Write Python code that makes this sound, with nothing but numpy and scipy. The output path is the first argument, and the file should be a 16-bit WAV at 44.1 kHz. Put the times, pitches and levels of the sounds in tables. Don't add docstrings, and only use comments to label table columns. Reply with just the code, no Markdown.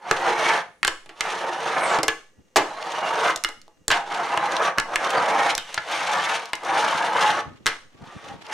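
import sys
import numpy as np
from scipy import signal
from scipy.fft import rfft, irfft, next_fast_len
from scipy.io import wavfile

SR = 44100
rng = np.random.default_rng(int(sys.argv[2]) if len(sys.argv) > 2 else 0)


def how_loud(loudness_db):
    steps = np.asarray(loudness_db, float) / 20
    return 10 ** steps


def file_out(sig):
    cols = np.atleast_2d(sig).T
    lim = np.clip(cols, -1, 1)
    pcm = np.round(lim * 32767).astype(np.int16)
    wavfile.write(sys.argv[1], SR, pcm)


N = 376173


def rms_one(x):
    return x / np.sqrt(np.mean(x ** 2) + 1e-20)


def in_time(rows):
    time_s, *columns = np.transpose(rows)
    return np.array([np.interp(np.arange(N) / SR, time_s, column) for column in columns])


def band(x, low_hz, high_hz):
    sos = signal.butter(2, [low_hz, min(high_hz, .45 * SR)], "band", fs=SR, output="sos")
    return signal.sosfilt(sos, x)


def coloured(x, spectrum):
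    size = next_fast_len(N)
    hz, level_db = np.transpose(spectrum)
    log_hz = np.log(np.arange(1, size // 2 + 2) * SR / size)
    gain = how_loud(np.interp(log_hz, np.log(hz), level_db))
    return irfft(rfft(x, size) * gain, size)[..., :N]


def drift(rate_hz):
    r = np.exp(-80 * np.pi * rate_hz / SR)
    noise = rng.standard_normal(N // 40 + 2002)
    slow = signal.lfilter([1], [1, -2 * r, r * r], noise)[2000:]
    return np.interp(np.arange(N) / 40, np.arange(len(slow)), rms_one(slow))


def decay_per_sample(t60_s):
    return how_loud(-60 / (max(t60_s, .003) * SR))


def ring(push, hz, t60_s):
    r, w = decay_per_sample(t60_s), 2 * np.pi * hz / SR
    return signal.lfilter([0, np.sin(w)], [1, -2 * r * np.cos(w), r * r], push + 1e-18)


def sliding(push, hz, t60_s):
    turn = np.exp(2j * np.pi * np.cumsum(hz) / SR)
    smooth = signal.lfilter([1], [1, -decay_per_sample(t60_s)], push / turn)
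    return rms_one((smooth * turn).real)


# pitch_hz, level_db_per_hz
AIR_SPECTRUM = [(30, -10), (520, -9), (700, -17), (5200, -28), (6300, -21), (8900, -28), (9600, -33),
                (16000, -39)]
# pitch_hz, rms_db
ROOM_TONES = [(516.8, -73.5), (1200, -82), (1927, -80), (2815, -81)]


def room_tone():
    hiss_rms_db = -67
    noise = rng.standard_normal((3, N))
    hiss = rms_one(coloured(noise[0] + .5 * noise[1:], AIR_SPECTRUM))
    tones = sum(how_loud(rms_db) * rms_one(ring(noise[1], hz, t60_s=1.0)) for hz, rms_db in ROOM_TONES)
    return how_loud(hiss_rms_db) * hiss + tones


# time_s, level_db
RUSTLE_LEVEL = [(7.3, -76.5), (7.5, -62), (7.95, -62), (8.53, -51)]


def sleeve_rustle():
    noise = rms_one(band(rng.standard_normal((2, N)), 220, 3200))
    return how_loud(in_time(RUSTLE_LEVEL)[0] + 5.2 * drift(32)) * noise


# time_s, level_db
GRIP_LEVEL = [(5.85, -73), (6.15, -62), (6.5, -74), (6.9, -53.5), (7.2, -62), (7.5, -44), (7.9, -68),
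              (8.05, -53.5), (8.3, -46), (8.53, -62)]


def grip():
    noise = rms_one(band(rng.standard_normal((2, N)), 66, 300))
    return how_loud(in_time(GRIP_LEVEL)[0] + 7.2 * drift(18)) * noise


def room(x):
    level_db, low_t60_s, high_t60_s, build_up_s = -12.5, 0.31, 0.39, 0.0036
    t = np.arange(SR // 2) / SR
    noise = rng.standard_normal((3, len(t)))
    tail = band(noise[0] + 0.49 * noise[1:], 51, 2600) * how_loud(-60 * t / low_t60_s)
    tail += band(noise[0] + 2.6 * noise[1:], 1200, 11000) * how_loud(-60 * t / high_t60_s - 15.5)
    tail = tail * np.minimum(t / build_up_s, 1)
    tail = tail / np.sqrt(np.sum(tail ** 2) / 2)
    return how_loud(level_db) * signal.fftconvolve(x[None], tail, axes=1)[:, :N]


def near(x):
    level_db, fade_s = -15, .014
    t = np.arange(4096) / SR
    echo = band(rng.standard_normal(len(t)) * np.exp(-t / fade_s), 1200, 10500)
    return how_loud(level_db) * signal.fftconvolve(x, echo / np.linalg.norm(echo))[:N] * [[1], [-1]]


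# pitch_hz, level_db (relative), t60_s
RAIL_MODES = [(3040, -12, 0.52), (3130, -1.5, 0.26), (3700, 7, 0.092)]


def rail():
    start_s, level_db = 5.579, -34
    since_s = np.arange(N) / SR - start_s
    noise = rng.standard_normal(N)
    out = np.zeros(N)
    for hz, mode_db, t60_s in RAIL_MODES:
        fade = (since_s > 0) * how_loud(level_db + mode_db - 60 * np.abs(since_s) / t60_s)
        out += fade * rms_one(ring(noise, hz, t60_s=0.014))
    return out


# time_s, level_db, centre_hz
SKID_PATH = [(1.7, -77.5, 9880), (1.84, -37.5, 8800), (1.97, -46, 6600), (2.02, -80, 6040)]


def skid():
    level_db, hz = in_time(SKID_PATH)
    noise = band(rng.standard_normal(N), 20, 650)
    return how_loud(level_db) * rms_one(noise * np.sin(2 * np.pi * np.cumsum(hz) / SR))


# start_s, peak_db, pitch_hz
TICK_EVENTS = [(0.871, -14, 5400), (2.826, -24, 3580), (2.919, -26, 5030), (3.374, -24, 5000),
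               (3.616, -35.5, 5250), (4.566, -12.5, 3460), (5.104, -21, 6500), (6.4565, -23.5, 4860),
               (6.553, -21, 5530), (6.634, -32, 5810), (6.649, -28, 5500), (8.4658, -30, 3660)]


def ticks():
    t60_s, typical_rattles_per_s, rattle_over_grit_db = 0.019, 55, -13
    out, t = np.zeros(N), np.arange(1024) / SR
    for (start_s, peak_db, hz), noise in zip(TICK_EVENTS, rng.standard_normal((len(TICK_EVENTS), len(t)))):
        burst = band(noise * how_loud(-60 * t / t60_s), 0.5 * hz, 1.33 * hz)
        out[int(start_s * SR):][:len(t)] += how_loud(peak_db) * burst / np.abs(burst).max()

    met = rng.random(N) < typical_rattles_per_s * how_loud(5.0 * drift(4)) / SR
    met = met * how_loud(1.8 * np.minimum(rng.exponential(1, N), 3))
    dealt, noise = rng.integers(0, 6, N), rng.standard_normal(N)
    rattle = 0
    for k, hz in enumerate(np.geomspace(3000, 11000, 6)):
        fading = signal.lfilter([1], [1, -decay_per_sample(t60_s)], met * (dealt == k) + 1e-18)
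        rattle = rattle + how_loud(-5 * k) * band(noise * fading, .8 * hz, 1.25 * hz)
    grit_db = ride()[1]
    return out + how_loud(grit_db + rattle_over_grit_db) * rms_one(rattle)


def input_overload():
    start_s, _, _, metal_drive_db, _ = np.transpose(BLOW_EVENTS)
    offsets = np.zeros(N)
    offsets[np.round(start_s * SR).astype(int)] = np.tanh(how_loud(metal_drive_db + 13.5) ** 2)
    settle = signal.lfilter([1], [1, -np.exp(-1 / (0.053 * SR))], offsets)
    return how_loud(-31.5) * band(band(settle, 3.3, 50), 1.3, 60)


def struck(start_s, drive_db, chatter_ms, low_hz, high_hz, crack_db, modes=(), modes_db=0):
    t = np.arange(4096) / SR
    count = len(start_s)
    chatter_s = np.clip(chatter_ms, .3, 25)[:, None] / 1000
    fade = np.exp(-(t / chatter_s) ** 0.78)
    chatter = fade * rng.standard_normal((count, len(t)))
    evened = np.linalg.norm(fade, axis=1) / np.linalg.norm(band(chatter, low_hz, high_hz), axis=1)
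    evened = evened * np.sqrt(2 * (high_hz - low_hz) / SR)
    chatter = chatter * (how_loud(drive_db) * evened)[:, None]
    at = np.round(start_s * SR).astype(int)[:, None] + np.arange(len(t))

    def laid(rows):
        return np.bincount(at.ravel(), rows.ravel(), N)

    out = how_loud(crack_db) * band(band(laid(chatter), low_hz, high_hz), .5 * low_hz, 2 * high_hz)
    softened = chatter / np.sqrt(chatter_s * SR)
    strengths = how_loud(2.5 * rng.standard_normal((count, len(modes))))
    for k, (hz, mode_db, t60_s) in enumerate(modes):
        out += ring(laid(softened * strengths[:, [k]]) * how_loud(mode_db + modes_db), hz, t60_s)
    return out


# start_s, deck_drive_db, ramp_drive_db, metal_drive_db, chatter_ms
BLOW_EVENTS = [(0.1118, -2.5, -5, -14, 2.8), (0.83, -3, -29, -23, 2.5), (0.8486, -3.5, -21, -14.5, 2.4),
               (0.8781, -7, -17, -15.5, 4.9), (1.0597, -38, -40, -51, 5.6), (1.092, -32, -36, -51, 12),
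               (1.2077, -9, -28, -19, 4.2), (1.9873, -14.5, -12, -32, 4.2),
               (2.0315, -17.5, -15, -19.5, 9.4), (2.0813, -5.5, -14, -17, 5.8), (2.5594, -6, -7, -20, 16.4),
               (2.567, -14, -8.5, -18, 21.4), (3.36, -62, -27, -21, 4.8), (3.438, -19, -61, -18, 3.7),
               (3.447, -4.5, -22.5, -17, 1.26), (3.4884, -35, -29, -35, 7.3), (3.68, -83, -37, -50, 2),
               (3.881, -14, -16.5, -8.5, 1.65), (3.903, -7.5, -23, -28, 8.2), (3.914, -6, -18.5, -25, 16.6),
               (4.3744, -9, -11.5, -25.5, 2.2), (4.5212, -17.5, -21, -26, 1.1),
               (4.784, -1.5, -20.5, -14, 1.5), (4.7994, -12, -28, -20.5, 3.1), (4.958, -3, -42, -18, 3.1),
               (5.5513, -44, -49, -17, 3.8), (5.5789, -13.5, -57, -19, 2.9), (5.743, -23, -30, -26.5, 9),
               (5.777, -8.5, -20, -60, 3.9), (6.5328, -7.5, -18, -24, 2.7),  (7.6594, -7, -17.5, -19, 1),
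               (7.6654, -5.5, -33, -16, 7), (7.674, -17, -29, -32, 34)]
# pitch_hz, level_db (relative), t60_s
RAMP_MODES = [(332.3, 4, 0.18), (462.5, 10, 0.052), (663, 2, 0.11), (838, 1.5, 0.12), (1149, 2.5, 0.11)]
# pitch_hz, level_db (relative), t60_s
DECK_MODES = [(1409, -8, 0.068), (1713, 3.5, 0.023), (2138, 1.5, 0.017), (2904, -10, 0.05),
              (4180, -17.5, 0.048)]


def blows():
    start_s, deck_db, ramp_db, metal_db, chatter_ms = np.transpose(BLOW_EVENTS)
    ramp = struck(start_s, ramp_db, chatter_ms, 280, 1000, crack_db=10.0, modes=RAMP_MODES, modes_db=-19.0)
    deck = struck(start_s, deck_db, chatter_ms, 880, 3160, crack_db=3.0, modes=DECK_MODES, modes_db=-11.0)
    metal = struck(start_s, metal_db, 0.24 * chatter_ms, 3500, 8180, crack_db=13.0)
    return ramp + deck + metal


# contact_s, lift_s, contact_rumble_db, lift_rumble_db, grit_db (where rumble is -30 dB)
ROLL_STRETCHES = [(0.092, 0.592, -32, -30, -37), (1.25, 1.974, -36, -27, -40),
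                  (2.652, 3.307, -38.5, -22.5, -39), (3.956, 4.006, -25.5, -36, -38.5),
                  (4.119, 4.691, -27.5, -26, -41.5), (4.78, 4.775, -35, -21, -44),
                  (4.918, 4.942, -30, -24.5, -43.5), (5.039, 5.521, -23.5, -23, -41.5),
                  (5.694, 5.89, -46, -52, -22), (5.913, 6.375, -31.5, -28, -32),
                  (6.435, 6.6, -38.5, -58, -31.5), (6.662, 7.394, -32.5, -26, -40.5),
                  (8.037, 8.34, -47.5, -42.5, -35), (8.512, 8.544, -38, -24.5, -32.5)]
# centre_s, width_s, rumble_gain_db, extra_grit_db
FINGER_PRESSES = [(0.295, 0.062, 8.5, -4), (0.501, 0.11, 6.5, 2.5), (1.26, 0.21, 4.5, 6.5),
                  (1.908, 0.29, 6.5, -3.5), (4.65, 0.028, 3, 6.5), (5.5, 0.012, -6, 15),
                  (6.19, 0.056, 5.5, -9), (6.825, 0.19, 6.5, 4), (7.249, 0.09, 4.5, 3)]
FLIGHT_ENDS_S = [2.561, 3.9]


def ride():
    settle_db_per_s, lift_db_per_s = 196, 387.5
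    grit_db_per_rumble_db = 1.176
    t = np.arange(0, N + 64, 64) / SR
    rumble_power, grit_power = 1e-9, 1e-9
    pressed_db = np.zeros((2, len(t)))
    for centre_s, width_s, gain_db, extra_db in FINGER_PRESSES:
        swell = np.exp(-((t - centre_s) / width_s) ** 2)
        pressed_db += np.outer([gain_db, grit_db_per_rumble_db * gain_db + extra_db], swell)
    for contact_s, lift_s, contact_db, lift_db, grit_db in ROLL_STRETCHES:
        db = np.interp(t, [contact_s, lift_s], [contact_db, lift_db])
        db = db - settle_db_per_s * np.maximum(contact_s - t, 0) - lift_db_per_s * np.maximum(t - lift_s, 0)
        db[t < max([0] + [s for s in FLIGHT_ENDS_S if s < lift_s])] = -120
        rumble_power = rumble_power + how_loud(2 * db)
        grit_power = grit_power + how_loud(2 * (grit_db + grit_db_per_rumble_db * (db + 30)))
    levels_db = 10 * np.log10([rumble_power, grit_power]) + pressed_db
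    return [np.interp(np.arange(N) / SR, t, level_db) for level_db in levels_db]


def bumps(typical_per_s, spread_db):
    met = rng.random(N) < typical_per_s * how_loud(4.0 * drift(25)) / SR
    height = how_loud(spread_db * np.minimum(rng.exponential(1, N), 4))
    return rms_one(met * height * rng.choice([-1, 1], N))


def rolled(push, modes, low_hz, high_hz, modes_db, pivot_hz, focus_db, wander):
    roar = rms_one(band(push, low_hz, high_hz))
    tones, power = 0, 0
    for hz, mode_db, t60_s in modes:
        off_octaves = np.log2(hz / pivot_hz)
        gain = how_loud(mode_db + 6.4 * drift(5.5) - focus_db * off_octaves ** 2)
        tones = tones + gain * sliding(push, hz * (1 + wander * drift(2.75)), t60_s)
        power = power + gain ** 2
    return rms_one(roar + how_loud(modes_db) * tones / np.sqrt(power))


def wandering(x, patchy_db):
    out = x
    for hz in np.geomspace(1100, 12000, 11):
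        out = out + (how_loud(patchy_db * drift(2.5)) - 1) * band(x, hz / 1.05, hz * 1.038)
    return out


# pitch_hz, level_db_per_hz
ROLL_SPECTRUM = [(50, -38.5), (200, -15.5), (315, -13.5), (880, 4), (3000, -5), (5000, -19), (6100, -17.5),
                 (7800, -28), (9000, -25), (13000, -47), (16000, -49.5)]
# time_s, pitch_hz
FAVOURED_PITCH = [(0.2, 723), (1.23, 1110), (1.5, 707), (1.9, 1046), (2.9, 678), (3.35, 984), (4.05, 803),
                  (4.7, 1023), (5.05, 1034), (5.38, 700), (5.5, 970), (5.96, 796), (6.4, 1049), (6.65, 752),
                  (7.4, 1080)]


def rolling():
    rumble_db, grit_db = ride()
    buzz_db = 0.58 * rumble_db + 0.67 * grit_db + 6.0
    hz = in_time(FAVOURED_PITCH)[0]
    rub = rng.standard_normal(N) * how_loud(2.76 * drift(30))
    push = coloured(rub + how_loud(-3.5) * bumps(900, spread_db=-2.0), ROLL_SPECTRUM)
    grit = coloured(rng.standard_normal(N) * how_loud(3.1 * drift(42)), ROLL_SPECTRUM)
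    grit = rms_one(band(grit, 3530, 21000))
    favoured_mode = (hz, 19.0 + 0.62 * rumble_db, .04)
    ramp = rolled(push, RAMP_MODES + [favoured_mode], 81, 718,
                  modes_db=-0.5, pivot_hz=hz, focus_db=8.0, wander=0.035)
    deck = rolled(push, DECK_MODES, 1200, 2800,
                  modes_db=0.0, pivot_hz=2 * hz, focus_db=-4.0, wander=0.045)
    mixed = how_loud(rumble_db) * ramp - how_loud(buzz_db) * deck + how_loud(grit_db) * grit
    return wandering(mixed, patchy_db=2.0)


# time_s, left_minus_right_db, hollow_tone_db
BOARD_PLACE = [(0, -1.5, 0.5), (5.5, -0.9, -1.5), (6.1, 1, -5.5), (8.53, 0.2, 3)]


def scene():
    side_db, hollow_db = in_time(BOARD_PLACE)
    board = rolling() + skid() + blows() + ticks() + rail()
    board = board + (how_loud(hollow_db) - 1) * band(board, 240, 625)
    placed = board * how_loud(side_db * [[.5], [-.5]])
    return placed + near(board) + room(board) + input_overload() + grip() + sleeve_rustle() + room_tone()


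def band_limit(x):
    return signal.sosfilt(signal.butter(12, 16750, fs=SR, output="sos"), x)


def record(dry):
    ceiling, stop_hz = .72, 1.02 * 16750
    rounded = ceiling * np.tanh(dry / ceiling)
    cut = signal.sosfilt(signal.cheby2(10, 60, stop_hz, fs=SR, output="sos"), rounded)
    return band_limit(cut)


dry = scene()
out = record(dry)
file_out(out)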